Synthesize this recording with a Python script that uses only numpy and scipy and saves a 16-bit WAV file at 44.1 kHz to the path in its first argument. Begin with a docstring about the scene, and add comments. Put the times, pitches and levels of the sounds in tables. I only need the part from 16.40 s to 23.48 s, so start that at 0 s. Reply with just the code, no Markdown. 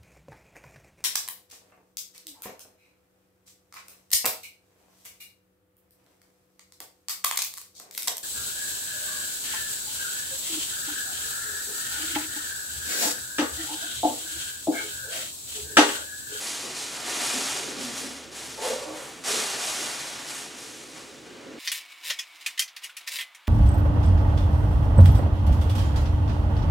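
"""Plastic wrap rustles as a cardboard box is slid out and laid on a desk; it is crumpled and put aside.
The film's many creases merge into a hiss, while sliding friction excites the air in the hollow box
to a drone and stick-slip on the desk rings its panels. Then the sound turns thin and dry: the box is
tipped upright with a light knock, and its lid is picked at and scraped in quick light clicks.
A low room rumble lies under the unwrapping, and a faint hiss under the whole."""
import sys
import numpy as np
from scipy import signal
from scipy.fft import rfft, irfft
from scipy.io import wavfile
from scipy.ndimage import uniform_filter1d

SR = 44100
rng = np.random.default_rng(int(sys.argv[2]) if len(sys.argv) > 2 else 0)


def pcm_store(signal):
    """Save signal as 16-bit PCM."""
    levels = np.round(np.clip(np.atleast_2d(signal), -1, 1) * 32767)
    wavfile.write(sys.argv[1], SR, levels.astype(np.int16).T)


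N = 312228
TIME = np.arange(N) / SR
FULL_BAND_HZ = (0, 22050)

# Pulls and squeezes of the film. Each row: start in seconds, relative level in dB, hold in seconds,
# fade in dB per second, top-octave lift in dB, midrange lift in dB.
FILM_PULLS = [(-.04, -36, 0.039, 62, 7, -1.5), (0.026, -34.5, 0.0023, 17, -1, -3.5),
              (0.334, -35.5, 0.038, 66, -0.5, -4), (0.497, -39.5, 0.062, 45, 2, 4.5),
              (0.639, -32.5, 0.16, 40, -1, 3), (0.784, -31.5, .29, 35.5, -2.5, 0),
              (1.379, -35.5, 0, 43, 0.5, -2), (1.531, -35.5, 0, 51.5, 1.5, -1.5),
              (1.915, -40, 0.04, 13, 3, -3.5), (2.201, -32.5, 0.029, 75, 0, 2),
              (2.51, -45.5, 0.11, 64, 12, 10), (2.838, -27.5, 0.037, 25.5, -2.5, 1.5),
              (3.185, -33, 0.18, 19, -0.5, .5), (3.846, -39.5, 0.098, 86, 5, -2),
              (4.14, -44.5, 0.035, 17, 6, -6.5), (4.52, -47.5, 0.0041, 61.5, 1.5, 3),
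              (4.822, -54.5, 0.29, 45, -7, 9.5)]
# Spectrum of the film. Each row: frequency in Hz, relative level in dB.
FILM_SPECTRUM = [(350, -21), (600, 0), (1040, -1), (1310, -0.93), (4220, -1), (7210, -1), (10000, -5),
                 (14500, -20.5), (15400, -28), (16000, -62)]
# Slides of hands and film over the box. Each row: start in seconds, relative level in dB,
# hold in seconds, cavity resonance in Hz.
BOX_SLIDES = [(0.212, -42, 0.0054, 407), (0.63, -43, 0.18, 320), (0.91, -36, 0.028, 254),
              (1.12, -44, 0.15, 360), (1.226, -42, 0.048, 272), (1.345, -38.5, 0.094, 238),
              (1.59, -39, 0.022, 245), (2.19, -36, 0.078, 450), (2.858, -35.5, 0.088, 427),
              (3.106, -42.5, 0.02, 420), (3.36, -41.5, 0.018, 330), (4.844, -49.5, 0.11, 368),
              (5.03, -43, .15, 310)]
# Spectrum of the handled box. Each row: frequency in Hz, relative level in dB.
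BOX_SPECTRUM = [(100, -39), (170, -12), (230, 2.5), (330, -3.5), (430, 1), (570, -0.5), (700, -14.5),
                (1000, -48)]
WALL_MODES_HZ = [270, 362, 430, 530]
# Envelope of the skid on the desk. Each row: time in seconds, relative level in dB.
SKID_ENVELOPE = [(2.16, -60), (2.19, -39), (2.222, -44), (2.24, -32), (2.31, -31), (2.39, -40),
                 (2.5, -37.5), (2.701, -48.5)]
# Resonances of the panels. Each row: frequency in Hz, nominal width in Hz, relative level in dB.
PANEL_MODES = [(541, 56, 2.5), (446, 19, -1), (725, 30, -10), (910, 65, -6.5), (1103, 25, -7)]
# Notes sung as the box's edge catches. Each row: start in seconds, relative level in dB,
# hold in seconds, pitch in Hz.
EDGE_GROANS = [(2.172, -42.5, 0.099, 876), (2.237, -32.5, 0.067, 514), (2.46, -41, .05, 312)]
# Clicks of card and lid. Each row: start in seconds, relative level in dB, ring pitch in Hz,
# then ring, upper mids and treble in dB against that level, rise in seconds.
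LID_CLICKS = [(5.274, -29.5, 4280, -11, 2, -10, 0.00094), (5.3168, -29, 3340, -3, -6, -1.5, 0.00045),
              (5.698, -26, 2800, -8, -4, -13, 0.0076), (5.787, -34, 3370, 1.5, -0.5, -7.5, 0.0063),
              (6.061, -28, 2490, 0.5, -6, -7, 0.003), (6.176, -34, 1790, -6, -7, -12, 0.002),
              (6.1928, -26.5, 3070, -3, 1, 0.5, 0.001), (6.2195, -37, 3200, 2, 2, -2, 0.00039),
              (6.277, -46.5, 4570, -3, -2, -11, 0.0036), (6.363, -40.5, 4480, -6, -3.5, -8.5, 0.0032),
              (6.433, -40, 2900, 1, -2.5, -2.5, 0.012), (6.493, -47, 1460, -3, -9, -10, 0.0031),
              (6.5665, -40, 2450, -2, -3.5, -2.5, 0.0026), (6.674, -35.5, 2620, -9, -3, -6.5, 0.0021),
              (6.787, -31, 2040, -12, -14, -12, 0.0004), (6.809, -34, 3250, -6, -10, -8, 0.0013),
              (6.947, -50.5, 2210, -3, -3.5, -4, 0.0019), (7.0704, -37.5, 1820, -12, -15, -14, 0.0029)]
# Spectrum of a click. 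Each row: frequency in Hz, relative level in dB.
CLICK_SPECTRUM = [(100, -34.5), (700, -33.5), (1050, -16), (1350, -16), (1800, -3.5), (3000, -0.5),
                  (6000, -3), (8000, -6), (11000, -8), (15500, -16.5)]
# Main, upper-mid and treble bands of a click. Each row: lower edge in Hz, upper edge in Hz.
CLICK_BANDS_HZ = [(1500, 3800), (3800, 7000), (7000, 15000)]
# Resonances of the card. Each row: frequency in Hz, width in Hz, lift in dB.
CARD_MODES = [(1840, 58, 7), (2040, 33, 5.6), (2030, 10, 6.2), (2460, 44, 6.8), (3150, 70, 4.5),
              (4370, 280, 2), (5650, 200, 2)]
# Finger strokes on the card. Each row: start in seconds, level in dB, rise in seconds, hold in seconds.
FINGER_STROKES = [(5.178, -42.5, 0.028, 0.025), (5.23, -36, 0.028, 0), (5.323, -31.5, 0.033, 0.0044),
                  (5.35, -52, 0.061, 0.81), (5.515, -47, 0.0039, 0), (5.622, -35.5, 0.046, 0.038),
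                  (6.008, -45, .003, 0), (6.097, -42.5, 0.008, 0.00099), (6.41, -44, 0.022, 0.015),
                  (6.605, -47, 0.006, 0), (6.663, -35.5, 0.016, 0.0069), (6.714, -37, 0.0037, 0.043),
                  (6.733, -35.5, 0.005, 0.038), (6.78, -40.5, 0.014, 0.011)]
# Spectra of a light touch and a firm scrape. Each row: frequency in Hz, relative level in dB.
TOUCH_SPECTRUM = [(170, -29), (330, -21), (450, -26), (900, -18), (1400, -17.5), (2300, -8.5), (3500, -11),
                  (6000, -14.5), (16000, -22.5)]
SCRAPE_SPECTRUM = [(400, -30), (550, -17), (780, -40), (1000, -13), (1400, -19), (1800, -9.5), (4500, -8.5),
                   (7000, -11), (13000, -11), (16000, -14)]
# The box landing on its end. One row: level in dB, pitch in Hz, time to decay by 60 dB in seconds.
LANDING_KNOCK = (-46.5, 570, .09)
# Envelopes of the room's rumble and deep hum. Each row: time in seconds, relative level in dB.
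RUMBLE_ENVELOPE = [(.5, -60.5), (.9, -57), (2.75, -58.5), (2.95, -56.5), (3.7, -59.5), (5.18, -60.5)]
HUM_ENVELOPE = [(0, -69), (2.3, -62), (2.8, -70), (3.0, -71)]
# Spectra of the room's rumble and hiss. Each row: frequency in Hz, relative level in dB.
RUMBLE_SPECTRUM = [(20, -45), (50, -7), (90, -7), (135, 9.5), (175, 1.5), (260, -13), (500, -29)]
AIR_SPECTRUM = [(100, -27), (400, -22), (580, -13.5), (1000, -0.5), (2200, -2), (3500, -2), (5500, -15),
                (16000, -22.5)]
# Resonances of the room. Each row: frequency in Hz, width in Hz, lift in dB.
ROOM_MODES = [(345, 30, 9), (520, 35, 6.5), (697, 27, 9.5), (1220, 46, 1), (2240, 110, 5.5)]
# Stereo images, broad and compact. Each row: frequency in Hz, left-right correlation.
WIDE_IMAGE = [(60, 0.41), (270, 0.9), (700, 0.7), (1500, 0.67), (3000, 0.65), (4300, 0.99), (8000, 1),
              (11000, 0.33)]
NARROW_IMAGE = [(100, 0.41), (500, 0.81), (1300, 0.93), (2500, 0.99), (5500, 0.87), (8000, 0.74)]


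def film_rustle(trim_db=0.24, flutter_db=0.52, taut_db=-35.5, top_loss=0.46, middle_gain=0.38):
    """Superposition: countless creases of thin film merge into a hiss that dulls as each pull slackens."""
    def colour(hz, t):
        power = pull_powers(t)
        slack_db = np.clip(taut_db - total_db(power), -20, 20)  # slack trades top octave for midrange
        *_, top_db, middle_db = np.transpose(FILM_PULLS)
        top = blend(power, top_db) - top_loss * slack_db
        middle = blend(power, middle_db) + middle_gain * slack_db
        top_weight = at_hz([(6000, 0.16), (11000, 0.85)], hz)
        middle_weight = at_hz([(1600, 0.82), (5000, 0.19)], hz)
        return gain_of(at_hz(FILM_SPECTRUM, hz) + top * top_weight + middle * middle_weight)
    flutter = smooth_noise(N, 500, 300)
    creases = stereo(grains(per_s=4000, size_db=3.0, share=0.18), WIDE_IMAGE)
    creases = early_echoes(creases, echo_db=-10.5, reach_s=.014)
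    hiss = shaped(creases, colour, band_hz=(2500, 9000))
    return hiss * gain_of(envelope_db(pull_powers) + trim_db + flutter_db * flutter)


def pull_powers(t):
    """Power envelope of each pull: it snatches the film at part strength, then swells to the full."""
    return np.array([gesture(t, start, db, 0.052, hold, fade, snatch=0.24)
                     for start, db, hold, fade, _, _ in FILM_PULLS])


def box_drone(ring_db=12, width_hz=42, murmur_hz=318, skid_dip_db=6):
    """Cavity resonance: sliding drives the air in the box, at a new pitch for each slide as it turns."""
    pitches = [row[-1] for row in BOX_SLIDES] + [murmur_hz]
    def colour(hz, t):
        pitch = blend(slide_powers(t), pitches)
        cavity = gain_of(ring_db) * (min(pitches) / pitch) ** 2  # the deepest notes ring best
        walls_db = 5 * sum(resonance(hz, mode, width_hz=30) for mode in WALL_MODES_HZ)
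        body = gain_of(at_hz(BOX_SPECTRUM, hz) + walls_db)
        return body * (1 + cavity * resonance(hz, pitch, width_hz))
    drone = shaped(stereo_noise(WIDE_IMAGE), colour, band_hz=(190, 620), size=2048)
    peak_db = max(db for _, db in SKID_ENVELOPE)
    skid_share = gain_of(at_time(SKID_ENVELOPE, TIME) - peak_db)  # the drone dips while the box skids
    return steady(drone) * gain_of(envelope_db(slide_powers) - skid_dip_db * skid_share)


def slide_powers(t, murmur_db=-48.5):
    """Power envelope of each slide over the box, and last the constant murmur of light handling."""
    moves = [gesture(t, start, db, 0.043, hold, fade_db_per_s=103) for start, db, hold, _ in BOX_SLIDES]
    return np.array(moves + [np.full(len(t), gain_of(murmur_db) ** 2)])


def desk_skid(glide_per_db=0.0042):
    """Stick-slip friction on the desk rings the panel modes, which rise in pitch as the skid slows."""
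    peak_s, peak_db = max(SKID_ENVELOPE, key=lambda row: row[1])
    def colour(hz, t):
        glide = 1 + glide_per_db * (peak_db - at_time(SKID_ENVELOPE, np.maximum(t, peak_s)))
        return sum(gain_of(db) * resonance(hz, mode * glide, 2 * width) for mode, width, db in PANEL_MODES)
    panels = steady(shaped(stereo_noise(NARROW_IMAGE), colour, size=4096))
    skidding = (TIME > SKID_ENVELOPE[0][0]) & (TIME < SKID_ENVELOPE[-1][0])
    return panels * gain_of(at_time(SKID_ENVELOPE, TIME)) * skidding


def edge_groans(waver=0.0144):
    """Mode locking: where the slips fall into step with one panel, it sings a short wavering note."""
    out = np.zeros(N)
    for start, level_db, hold, hz in EDGE_GROANS:
        note = sine(hz * (1 + waver * smooth_noise(N, 500)))
        out += note * np.sqrt(gesture(TIME, start, level_db, 0.018, hold, fade_db_per_s=127))
    return out


def card_snap(level_db, ring_hz, ring_db, upper_db, treble_db, rise_s, size=16384):
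    """Impulse response of snapped card: a crack, a flurry of reflections, a ring and a faint room tail."""
    t, hz = np.arange(size) / SR, np.fft.rfftfreq(size, 1 / SR)
    flurry_t60, tail_t60, ring_t60 = 0.12, 0.14, 0.061  # seconds to fall by 60 dB
    attack = np.minimum(t / rise_s, 1) ** 0.7
    age = np.maximum(t - rise_s, 0)
    fade = gain_of(-60 * age / flurry_t60) + gain_of(-31 - 60 * age / tail_t60)
    burst = rng.standard_normal((2, size)) * fade * attack
    burst[0, round(rise_s * SR)] += 1  # the crack
    burst /= np.sqrt(np.mean(burst[0, t < .02] ** 2))
    ripple_db = 2 * smooth_noise(len(hz), 90, 60)  # every spot of the card has its own broad resonances
    # a strong ring leaves a valley just above its pitch
    valley_db = 9 * gain_of(ring_db) ** 2 * resonance(hz, 1.27 * ring_hz, 0.17 * ring_hz)
    colour_db = at_hz(CLICK_SPECTRUM, hz) + modes_db(CARD_MODES, hz) + ripple_db - valley_db
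    # each snap has its own share of upper mids and treble
    power = gain_of(colour_db) ** 2 / len(hz)
    band_db = np.array([10 * np.log10(power[(hz > lo) & (hz < hi)].sum()) for lo, hi in CLICK_BANDS_HZ])
    main, upper, treble = level_db + np.array([-1.5, upper_db, treble_db]) - band_db
    colour_db += at_hz([(3300, main), (4400, upper), (6300, upper), (7600, treble)], hz)
    log_gain = np.log(gain_of(np.concatenate([colour_db, colour_db[-2:0:-1]])))
    minimum_phase = np.exp(np.conj(signal.hilbert(log_gain)))[:len(hz)]
    ring = 2 * np.sin(2 * np.pi * ring_hz * t) * attack * gain_of(level_db + ring_db - 60 * age / ring_t60)
    return stereo(irfft(rfft(burst) * minimum_phase), NARROW_IMAGE) + ring


def lid_clicks(trim_db=-.5):
    """Impulsive excitation: each pick at the box and its lid sets off one snap."""
    out = np.zeros((2, N))
    for start_s, *settings in LID_CLICKS:
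        first = round(start_s * SR)
        snap = card_snap(*settings)[:, :N - first]
        out[:, first:first + snap.shape[1]] += snap
    return out * gain_of(trim_db)


def finger_scrapes(light_db=-49, firm_db=-37):
    """Friction noise on card brightens with pressure; light touches carry more of the room's ring."""
    def colour(hz, t):
        firm = np.clip((total_db(stroke_powers(t)) - light_db) / (firm_db - light_db), 0, 1)
        touch_db = (1.5 - firm) * (at_hz(TOUCH_SPECTRUM, hz) + modes_db(ROOM_MODES, hz))
        scrape_db = firm * at_hz(SCRAPE_SPECTRUM, hz)
        return gain_of(touch_db + scrape_db + 0.38 * modes_db(CARD_MODES, hz))
    slips = stereo(grains(per_s=900, size_db=6.5, share=0.52), NARROW_IMAGE)
    slips = early_echoes(slips, echo_db=3, reach_s=.012)
    return shaped(slips, colour, size=1024) * gain_of(envelope_db(stroke_powers))


def stroke_powers(t):
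    """Power envelope of each finger stroke."""
    return np.array([gesture(t, *row, fade_db_per_s=271) for row in FINGER_STROKES])


def landing_knock(start_s=5.706, rise_s=0.0022, width_hz=130):
    """Damped resonance: the box lands on its end with a light hollow knock."""
    level_db, pitch_hz, t60 = LANDING_KNOCK
    knock = shaped(stereo_noise(NARROW_IMAGE), lambda hz, t: resonance(hz, pitch_hz, width_hz))
    age = np.maximum(TIME - start_s, 0)
    return knock * gain_of(level_db - 60 * age / t60) * np.minimum(age / rise_s, 1)


def room_rumble(hum_hz=73, waver_hz=2):
    """Low-frequency noise makes the room's boom; slight frequency modulation makes a deep hum waver."""
    boom = shaped(stereo_noise(WIDE_IMAGE), lambda hz, t: gain_of(at_hz(RUMBLE_SPECTRUM, hz)), size=4096)
    hum = sine(hum_hz + waver_hz * smooth_noise(N, 6000))
    return boom * gain_of(at_time(RUMBLE_ENVELOPE, TIME)) + hum * gain_of(at_time(HUM_ENVELOPE, TIME))


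def room_air(level_db=-55.5):
    """Room modes colour a faint steady hiss."""
    def colour(hz, t):
        return gain_of(at_hz(AIR_SPECTRUM, hz) + modes_db(ROOM_MODES, hz))
    return shaped(stereo_noise(NARROW_IMAGE), colour, size=4096) * gain_of(level_db)


def early_echoes(x, echo_db, reach_s, count=12):
    """Comb filtering: early reflections from desk, walls and door interfere with the direct sound."""
    delay, polarity = rng.random((2, count))
    lags = ((.001 + reach_s * delay) * SR).astype(int)
    taps = np.zeros(4096)
    taps[0] = 1
    taps[lags] = np.sign(polarity - .5) * gain_of(echo_db) / np.sqrt(count)
    return signal.oaconvolve(x, taps[None] / np.linalg.norm(taps), axes=1)[:, :N]


def grains(per_s, size_db, share):
    """Shot noise: tiny slips of uneven size carry a share of the power, a dense hiss the rest."""
    onsets = rng.random(N) < per_s / SR
    sizes = gain_of(size_db * np.minimum(rng.exponential(1, N), 4))
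    slips = unit_rms(onsets * sizes * rng.choice([-1, 1], (2, N)))
    return np.sqrt(share) * slips + np.sqrt(1 - share) * rng.standard_normal((2, N))


def gesture(t, start, level_db, rise, hold, fade_db_per_s, snatch=0):
    """Power of one movement of the hand: a swell, a hold, then exponential decay."""
    age = t - start
    swell = (age > 0) * (snatch + (1 - snatch) * np.minimum(age / rise, 1))
    return (swell * gain_of(level_db - fade_db_per_s * np.maximum(age - rise - hold, 0))) ** 2


def total_db(powers):
    """Incoherent addition: overlapping movements sum in power."""
    return 10 * np.log10(np.sum(powers, axis=0) + 1e-14)


def envelope_db(powers_at):
    """Summed level of a set of movements, interpolated to every sample."""
    t = TIME[::32]
    return np.interp(TIME, t, total_db(powers_at(t)))


def blend(powers, values):
    """Power-weighted mean of a property of overlapping movements."""
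    return np.asarray(values) @ powers / (powers.sum(0) + 1e-20)


def shaped(x, colour, band_hz=FULL_BAND_HZ, size=512):
    """Time-varying filter with gain colour(Hz, s), normalised to unit power inside the band."""
    frames = dict(fs=SR, nperseg=size, noverlap=size * 3 // 4)
    hz, t, spectra = signal.stft(x, **frames)
    gain = colour(hz[:, None], t) * np.ones(len(t))
    inside = (hz >= band_hz[0]) & (hz <= band_hz[1])
    gain /= np.sqrt((gain[inside] ** 2).sum(0) / len(hz) + 1e-20)
    return signal.istft(spectra * gain, **frames)[1][:, :N]


def resonance(hz, centre_hz, width_hz):
    """Lorentzian curve of one resonance, 1 at its centre."""
    return 1 / (1 + (2 * (hz - centre_hz) / width_hz) ** 2)


def modes_db(modes, hz):
    """Lift that a set of resonances gives each frequency."""
    return sum(db * resonance(hz, centre, width) for centre, width, db in modes)


def stereo(pair, image):
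    """Mid-side mixing gives two independent signals a set left-right correlation."""
    size = pair.shape[1]
    correlation = at_hz(image, np.fft.rfftfreq(size, 1 / SR))
    mid, side = rfft(pair) * np.sqrt([(1 + correlation) / 2, (1 - correlation) / 2])
    return irfft([mid + side, mid - side], size)


def stereo_noise(image):
    """White noise, partly correlated between left and right."""
    return stereo(rng.standard_normal((2, N)), image)


def smooth_noise(count, *windows):
    """Moving averages turn white noise into a slow drift of rms 1."""
    drift = rng.standard_normal(count)
    for window in windows:
        drift = uniform_filter1d(drift, size=window)
    return unit_rms(drift)


def sine(hz):
    """Tone of rms 1 whose phase is the integral of its frequency."""
    return np.sqrt(2) * np.sin(2 * np.pi * np.cumsum(hz) / SR)


def steady(x):
    """Division by the running rms keeps friction noise even, as under steady pressure."""
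    return x / np.sqrt(np.abs(uniform_filter1d((x ** 2).mean(0), size=1800)) + 1e-12)


def unit_rms(x):
    """Scales to rms 1."""
    return x / np.sqrt(np.mean(x ** 2) + 1e-20)


def gain_of(db):
    """Decibels to amplitude."""
    return 10 ** (np.asarray(db) / 20)


def at_hz(points, hz):
    """Interpolates a spectrum on a log-frequency axis."""
    knots_hz, values = np.transpose(points)
    return np.interp(np.log(hz + 1), np.log(knots_hz + 1), values)


def at_time(points, t):
    """Interpolates an envelope at the times t."""
    return np.interp(t, *np.transpose(points))


def scene(thin_from_s=5.187, cut_s=0.0049):
    """Superposition of all sources; rustle and low sounds stop abruptly, leaving the thin dry ones."""
    unwrapping = np.clip((thin_from_s - TIME) / cut_s + 1, 0, 1)
    lean_right = gain_of([[-.5], [.5]])
    lows = (box_drone() + desk_skid() + edge_groans() + room_rumble()) * lean_right
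    full_sound = unwrapping * (film_rustle() + lows)
    return full_sound + finger_scrapes() + lid_clicks() + landing_knock() + room_air()


def record(dry, cutoff_hz=16000):
    """Band limiting: a steep low-pass filter removes the highest treble."""
    lowpass = signal.firwin(511, cutoff_hz, window=("kaiser", 9), fs=SR)
    return signal.oaconvolve(dry, lowpass[None], "same")


dry = scene()
out = record(dry)
pcm_store(out)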